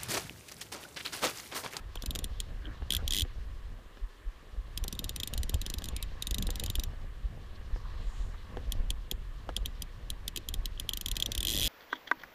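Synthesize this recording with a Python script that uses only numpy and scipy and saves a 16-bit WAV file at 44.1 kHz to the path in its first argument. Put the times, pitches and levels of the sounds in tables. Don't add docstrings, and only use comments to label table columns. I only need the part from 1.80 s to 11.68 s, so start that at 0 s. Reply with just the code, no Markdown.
import sys
import numpy as np
from scipy import signal
from scipy.fft import rfft, irfft
from scipy.io import wavfile
from scipy.ndimage import uniform_filter1d

SR = 44100
rng = np.random.default_rng(int(sys.argv[2]) if len(sys.argv) > 2 else 0)


def wrap_up_sound(samples):
    columns = np.atleast_2d(samples).T
    tamed = np.clip(columns, -1, 1)
    steps = np.round(tamed * 32767).astype(np.int16)
    wavfile.write(sys.argv[1], SR, steps)


N = 435708
TIME = np.arange(N) / SR
SIZE = 4096
AGE, FREQ = np.arange(SIZE) / SR, np.fft.rfftfreq(SIZE, 1 / SR)
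LEAD_S = 0.004
SINCE_RELEASE = AGE - LEAD_S


# t/s, level/dB
SNAPS = [(0.156, -38.5), (0.223, -37.5), (0.236, -43), (0.261, -33), (0.308, -31), (0.352, -35),
         (0.358, -32), (0.39, -32.5), (0.443, -29), (0.603, -27), (2.976, -29), (3.04, -35.5),
         (3.081, -33.5), (3.127, -34.5), (3.152, -41.5), (3.192, -26.5), (3.243, -30), (3.294, -29.5),
         (3.362, -32.5), (3.401, -29.5), (3.434, -25), (3.475, -31), (3.537, -31.5), (3.578, -31),
         (3.633, -31.5), (3.695, -33), (3.743, -30), (3.816, -33), (3.864, -32), (3.901, -31.5),
         (3.94, -32), (3.985, -36), (4.021, -42), (4.042, -34.5), (4.057, -38), (4.087, -33.5),
         (4.165, -32.5), (4.227, -29.5), (4.424, -26.5), (4.471, -26), (4.51, -30.5), (4.545, -26.5),
         (4.584, -29), (4.625, -30.5), (4.67, -35.5), (4.705, -33), (4.757, -36), (4.798, -29),
         (4.838, -29.5), (4.862, -35), (4.901, -29), (4.955, -27), (4.997, -31.5), (5.037, -32.5),
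         (6.922, -28), (7.105, -24), (7.314, -24.5), (7.766, -21), (7.859, -26.5), (8.022, -29.5),
         (8.303, -29), (8.48, -27), (8.562, -28), (8.574, -29), (8.688, -27), (8.741, -29.5),
         (8.857, -30.5), (8.999, -27), (9.092, -21.5), (9.135, -24.5), (9.173, -30), (9.212, -32),
         (9.261, -23), (9.285, -31), (9.315, -26), (9.356, -39), (9.368, -26), (9.378, -53), (9.401, -26),
         (9.425, -17), (9.461, -22.5), (9.519, -26.5), (9.551, -28.5), (9.579, -25), (9.606, -24.5),
         (9.63, -26), (9.651, -23)]
# start t/s, end t/s
WINDING_IN = [(0.1, 0.47), (3.1, 5.06)]
# f/Hz, relative level/dB, T60/s
SPOOL_MODES = [(3720, -17, 0.029), (7140, -28, 0.076), (8600, -24, 0.027)]
# f/Hz, relative level/dB, T60/s
ROD_MODES = [(189, -20, 0.054), (235, -20.5, 0.031), (292, -23, 0.044), (370, -27, 0.04)]
def reel(pawl_hz=3308, usual_db=-27.5, graze_below_db=-35, rod_lag_s=0.0019):
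    times, db = np.vstack([SNAPS] + [teeth(run) for run in LINE_RUNS]).T
    count = len(times)
    winding = sum((times > start) & (times < end) for start, end in WINDING_IN)
    pitch_scatter, crack_scatter, rod_scatter = rng.standard_normal((count, 3)).T
    hz = pawl_hz + 324 * winding + np.where(winding, 215, 80) * np.clip(pitch_scatter, -1, 2)
    graze_db = np.maximum(graze_below_db - db, 0)
    crack_db = -27.5 + 0.24 * (db - usual_db) - 2 * graze_db - winding
    treble_db = (crack_db + 0.75 * crack_scatter - db)[:, None]
    steel = steel_response(count)
    rattle = contact(frame_response(), count, rise_s=0.00072, fall_s=0.00024, tail_db=-2.5, tail_s=0.0046)
    crack = contact(steel, count, rise_s=0.0006, fall_s=0.00042, tail_db=-10.5, tail_s=0.0038)
    body = unit_energy(pawl_note(hz) + undb(-3 + 0.98 * treble_db) * rattle)
    force = undb(db)[:, None]
    snaps = force * (body + undb(treble_db) * crack)
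    spool = force * undb(-3 + 9 * winding)[:, None] * ring(SPOOL_MODES, count)
    rod = undb(-26 - graze_db + 3 * winding + 2 * rod_scatter)[:, None] * ring(ROD_MODES, count)
    return place(times - LEAD_S, snaps) + place(times, spool) + place(times + rod_lag_s, rod)


# t/s, tooth-passing f/Hz, level/dB
LINE_RUNS = [
    [(1.106, 50.3, -21.5), (1.135, 81, -22.5), (1.172, 45, -24)],
    [(1.279, 14.5, -24.5), (1.32, 71.5, -23), (1.365, 108.9, -26), (1.425, 75.8, -21.5)],
    [(9.6712, 67, -21), (9.688, 104.4, -23.5), (9.72, 117.9, -28), (9.795, 89.6, -25), (9.835, 154.6, -26),
     (9.879, 168.7, -24.5)],
]
def teeth(run, scatter_db=1.3):
    knots, tooth_hz, db = np.transpose(run)
    t = np.arange(knots[0], knots[-1], 1 / SR)
    passed = np.cumsum(np.interp(t, knots, tooth_hz)) / SR
    times = np.interp(np.arange(int(passed[-1]) + 1), passed, t)
    levels = np.interp(times, knots, db) + scatter_db * rng.standard_normal(len(times))
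    return np.column_stack([times, levels])


def pawl_note(hz):
    phase = rng.uniform(0, 2 * np.pi, (len(hz), 1))
    envelope = swell(SINCE_RELEASE, rise=0.00037, fall=0.00089)
    return unit_energy(envelope * np.sin(2 * np.pi * hz[:, None] * SINCE_RELEASE + phase))


# f/Hz, bandwidth/Hz, gain/dB
STEEL_RESONANCES = [(1930, 720, -9), (2850, 490, -3), (3950, 190, 5.5), (4420, 210, -8.5), (4950, 315, 2),
                    (5930, 215, 4.5), (6790, 630, 2), (8620, 710, -5), (8750, 600, -4.5), (9380, 630, 3.5),
                    (10300, 930, -3), (12650, 920, 2), (13460, 690, -0.5), (14560, 530, -5)]
def steel_response(count, scatter_db=1.73):
    shares_db = scatter_db * rng.standard_normal((count, len(STEEL_RESONANCES), 1))
    return sum((-1) ** k * undb(db + shares_db[:, k]) * resonance(hz, width)
               for k, (hz, width, db) in enumerate(STEEL_RESONANCES))


# f/Hz, bandwidth/Hz, gain/dB
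FRAME_RESONANCES = [(2000, 170, -10.5), (2590, 47, -10), (3154, 470, -4), (3730, 40, -6), (4090, 160, -7)]
def frame_response():
    return sum(undb(db) * resonance(hz, width) for hz, width, db in FRAME_RESONANCES)


def contact(response, count, rise_s, fall_s, tail_db, tail_s):
    t = SINCE_RELEASE
    chatter = (t > 0) * undb(tail_db) * np.exp(-np.abs(t) / tail_s)
    force = np.sign(rng.standard_normal((count, SIZE))) * (swell(t, rise_s, fall_s) + chatter)
    radiation = 1 / np.sqrt(1 + (2000 / (FREQ + 1)) ** 8)
    return unit_energy(irfft(rfft(force) * response * radiation))


# f/Hz, relative level/dB
RASP_SPECTRUM = [(1200, -8), (2500, 4), (3700, 2), (5200, 5), (7000, -8), (9500, -9), (11000, -19),
                 (15000, -12)]
def rasp(limit_db=-44, knee_hz=100):
    tooth_hz = sum(np.interp(TIME, *np.transpose(run)[:2], left=0, right=0) for run in LINE_RUNS)
    scrape = colour(rng.standard_normal(N), RASP_SPECTRUM)
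    return scrape * undb(limit_db) * np.tanh(tooth_hz / knee_hz) ** 3


# t/s, level/dB
SOFT_RELEASES = [(0.174, -36), (0.856, -37.5), (0.869, -42.5), (3.858, -40), (4.235, -40), (4.882, -39),
                 (7.854, -39), (8.977, -40), (9.111, -38)]
def easing(pawl_hz=3170):
    times, db = np.transpose(SOFT_RELEASES)
    return place(times - LEAD_S, undb(db)[:, None] * pawl_note(np.full(len(times), pawl_hz)))


# t/s, level/dB, extra thud level/dB
BLOWS = [(0.158, -38.5, -2), (0.238, -41.5, -1), (0.358, -39.5, -0.5), (1.022, -42.5, -0.5),
         (1.45, -43.5, 6.5), (2.172, -46, 0), (3.048, -45, 5.5), (3.532, -42, -10), (3.738, -45, 3),
         (4.021, -42.5, -2), (4.6, -46, 4), (4.691, -41, 3), (4.985, -43, 6), (5.961, -45.5, 3),
         (6.771, -38, 4), (7.111, -50, 3), (7.32, -49.5, 11), (7.691, -28.5, -5.5), (7.775, -48, 6)]
# f/Hz, relative level/dB, T60/s
RAP_MODES = [(665, 8.5, 0.0062), (940, 0.5, 0.0075), (1075, -12, 0.016), (1400, 3.5, 0.0054),
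             (1660, -2.5, 0.022), (2980, 3.5, 0.0046)]
# f/Hz, relative level/dB, T60/s
THUD_MODES = [(257, -1, 0.037), (365, -4, 0.044), (498, -6.5, 0.077), (778, -5, 0.021)]
def knocks(scuff_s=0.0097):
    times, db, thud_db = np.transpose(BLOWS)
    count = len(times)
    friction = rng.standard_normal((count, SIZE)) * np.exp(-AGE / scuff_s)
    scuff = unit_energy(irfft(rfft(friction) * resonance(hz=690, width_hz=1700) ** 2))
    rap = undb(-3) * (ring(RAP_MODES, count) + undb(-3) * scuff)
    thud = undb(thud_db[:, None] - 1) * ring(THUD_MODES, count)
    return place(times, undb(db)[:, None] * (rap + thud))


# t/s, envelope peak level/dB, swing f/Hz
JOLTS = [(0.02, -38, 36), (0.291, -28, 52.7), (0.79, -42, 38), (1.03, -26.5, 60), (1.17, -25, 61),
         (1.252, -27, 61), (1.432, -22.5, 73), (2.241, -25.5, 36.6), (2.48, -26.5, 35.8),
         (2.788, -26, 42.7), (3.027, -25.5, 44), (3.6, -24, 65.4), (3.75, -19.5, 73), (3.981, -26.5, 59),
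         (4.14, -26, 49), (4.52, -24.5, 45.6), (4.6, -27, 105), (4.9, -29, 85), (4.987, -22, 48),
         (5.457, -23, 44), (5.942, -25.5, 36.5), (6.28, -23.5, 33.7), (6.411, -24.5, 39.5),
         (6.891, -23.5, 37.7), (6.999, -21, 28.8), (7.339, -25.5, 36.8), (7.82, -25, 37.7),
         (8.311, -27, 35.6), (8.792, -24, 36.2), (9.331, -26, 37), (9.591, -25.5, 49.6), (9.851, -26.5, 42)]
def bumps(flank_cycles=0.36):
    times, db, hz = np.transpose(JOLTS)
    middle = AGE[-1] / 2
    cycles = hz[:, None] * (AGE - middle)
    phase = rng.uniform(0, 2 * np.pi, (len(times), 1))
    envelope = swell(cycles, flank_cycles, flank_cycles) * signal.windows.tukey(SIZE, 0.5)
    return place(times - middle, undb(db)[:, None] * envelope * np.sin(2 * np.pi * cycles + phase))


# t/s, effort level/dB
ARM_EFFORT = [(0.0, -59.5), (0.3, -56), (0.63, -60.5), (1.29, -54), (1.56, -59), (1.87, -63.5),
              (2.75, -62.5), (2.94, -58), (3.41, -55.5), (4.37, -54.5), (4.56, -55.5), (4.81, -52),
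              (5.31, -61.5), (6.03, -58.5), (6.3, -57.5), (6.69, -60.5), (6.9, -56), (7.32, -62.5),
              (7.98, -57), (8.09, -59.5), (9.16, -58), (9.88, -51)]
def arm_effort(steady_hold_db=-57.5):
    return np.interp(TIME, *np.transpose(ARM_EFFORT)) - steady_hold_db


# f/Hz, relative level/dB
SWAY_SPECTRUM = [(10, -1.5), (21, -11), (30, 1), (48, -7.5), (62, -10), (90, -26.5), (200, -58)]
# f/Hz, relative level/dB
JUDDER_SPECTRUM = [(45, -30.5), (66, -6), (85, -2), (108, -8), (150, -17.5), (300, -28.5)]
# start t/s, end t/s
STILLNESS = [(1.97, 2.72)]
def rumble(pull_db, still_db=-11):
    sway = rocking(SWAY_SPECTRUM, steady_s=0.14) * undb(-40 + 0.34 * pull_db + 3 * wander(9))
    judder = rocking(JUDDER_SPECTRUM, steady_s=0.21) * undb(-49.5 + pull_db)
    return (sway + judder) * undb(still_db * during(STILLNESS, ramp_s=0.063))


def rocking(spectrum, steady_s):
    swing = colour(rng.standard_normal(N), spectrum)
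    power = uniform_filter1d(np.abs(signal.hilbert(swing)) ** 2, int(steady_s * SR)) / 2
    return swing / np.sqrt(power)


# f/Hz, relative level/dB
RUB_SPECTRUM = [(70, -32), (130, 1.5), (220, 1.5), (330, -6.5), (500, -1), (800, -6), (1120, -29),
                (1400, -28), (1750, -36.5), (3000, -12)]
# f/Hz, relative level/dB
FOLD_SPECTRUM = [(600, -2.5), (1100, 10.5), (1400, 1.5), (1750, 7), (2300, 0.5), (3200, 1.5), (4100, 0),
                 (5500, -4.5), (7500, -15.5), (10000, -28.5), (15000, -27)]
# start t/s, end t/s
GRIP_SHIFT = [(5.88, 6.7)]
def clothing(pull_db, effort_db, slips_per_s=35):
    slips = (rng.random(N) < slips_per_s / SR) * rng.uniform(-1, 1, N)
    tugs = signal.sosfilt(signal.butter(2, 600, fs=SR, output="sos"), slips)
    slide = undb(-32) * rng.uniform(-1, 1, N)
    folds = 0
    for band_hz in [(500, 1400), (1400, 2600), (2600, 4500), (4500, 15000)]:
        bandpass = signal.butter(3, band_hz, "bandpass", fs=SR, output="sos")
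        hiss = signal.sosfilt(bandpass, rng.standard_normal(N))
        folds += hiss * undb(2 * wander(35) + wander(250))
    regrip = during(GRIP_SHIFT, ramp_s=0.12)
    rub = colour(tugs + slide, RUB_SPECTRUM) * undb(-59 + 1.31 * pull_db - 3 * regrip)
    rustle = colour(folds, FOLD_SPECTRUM) * undb(-60.5 + 0.74 * effort_db + 2.5 * regrip)
    return rub + rustle


# t/s, duration/s, centre f/Hz, level/dB
NOISE_BURSTS = [(0.595, 0.15, 3550, -62.5), (0.874, 0.095, 284, -50.5), (0.893, 0.15, 1600, -55.5),
                (1.142, 0.03, 1560, -49), (1.201, 0.041, 1460, -52.5), (1.39, 0.12, 290, -49),
                (4.183, 0.11, 2300, -57), (4.609, 0.08, 192, -39.5), (5.758, 0.017, 4170, -59),
                (5.97, 0.04, 4900, -64), (6.057, 0.027, 1070, -53.5), (6.12, 0.2, 4000, -66),
                (6.14, 0.19, 1090, -62), (6.375, 0.3, 7000, -66), (6.548, 0.0074, 1030, -47),
                (6.726, 0.14, 1050, -60), (8.587, 0.049, 302, -48), (9.74, 0.34, 322, -51)]
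def swishes_and_thuds(skirt_db=-30):
    out = np.zeros(N)
    for t, duration, hz, db in NOISE_BURSTS:
        band = colour(rng.standard_normal(N), [(hz / 2, skirt_db), (hz, 0), (hz * 2, skirt_db)])
        out += band * undb(db) * np.exp(-(2 * (TIME - t) / duration) ** 2)
    return out


# f/Hz, relative level/dB
WATER_SPECTRUM = [(120, -11), (220, -4), (330, 7.5), (490, 4.5), (800, -9), (1120, 5), (1420, -2.5),
                  (1730, 2.5), (2350, -7.5), (3200, -5), (4800, -23), (7000, -15), (10000, -18.5),
                  (15000, -20)]
def river(level_db=-61.5):
    ripple_db = 0.4 * wander(9)
    return colour(rng.standard_normal(N), WATER_SPECTRUM) * undb(level_db + ripple_db)


def undb(db):
    return 10 ** (np.asarray(db) / 20)


def wander(rate_hz):
    hold = int(SR / rate_hz)
    steps = np.repeat(rng.uniform(-1, 1, N // hold + 1), hold)
    smooth = uniform_filter1d(uniform_filter1d(steps, hold), hold)[:N]
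    return smooth / np.std(smooth)


def colour(x, spectrum):
    hz, db = np.transpose(spectrum)
    f = np.fft.rfftfreq(N, 1 / SR) + 1e-3
    gain = undb(np.interp(np.log(f), np.log(hz), db, left=-80, right=-80))
    shaped = irfft(rfft(x) * gain, N)
    return shaped / np.std(shaped)


def resonance(hz, width_hz):
    return 1j * FREQ * width_hz / (hz ** 2 - FREQ ** 2 + 1j * FREQ * width_hz)


def ring(modes, count, spread_db=4.5):
    chance = rng.uniform(-1, 1, (count, len(modes), 2, 1))
    out = 0
    for k, (hz, db, t60) in enumerate(modes):
        envelope = undb(db + spread_db * chance[:, k, 0] - 60 * AGE / t60)
        out += envelope * np.sign(chance[:, k, 1]) * np.sin(2 * np.pi * hz * AGE)
    return out


def swell(t, rise, fall):
    return 1 / np.cosh(np.minimum(np.abs(t) / np.where(t < 0, rise, fall), 20))


def during(spans, ramp_s):
    inside = sum((TIME > start) & (TIME < end) for start, end in spans)
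    return uniform_filter1d(inside.astype(float), int(ramp_s * SR))


def unit_energy(hits):
    return hits / np.sqrt(np.sum(hits ** 2, axis=1, keepdims=True) / (SR / 1000))


def place(times, sounds):
    out = np.zeros(N + 2 * SIZE)
    for t, sound in zip(times, sounds):
        start = int(np.clip(t * SR, 0, N))
        out[start:start + SIZE] += sound
    return out[:N]


def scene():
    effort_db = arm_effort()
    pull_db = effort_db + 2.5 * wander(14)
    tackle = reel() + rasp() + easing()
    handling = knocks() + bumps() + rumble(pull_db) + clothing(pull_db, effort_db) + swishes_and_thuds()
    return (tackle + handling + river())[None]


def record(dry):
    return signal.sosfilt(signal.ellip(8, 0.2, 70, 15200, fs=SR, output="sos"), dry)


dry = scene()
out = record(dry)
wrap_up_sound(out)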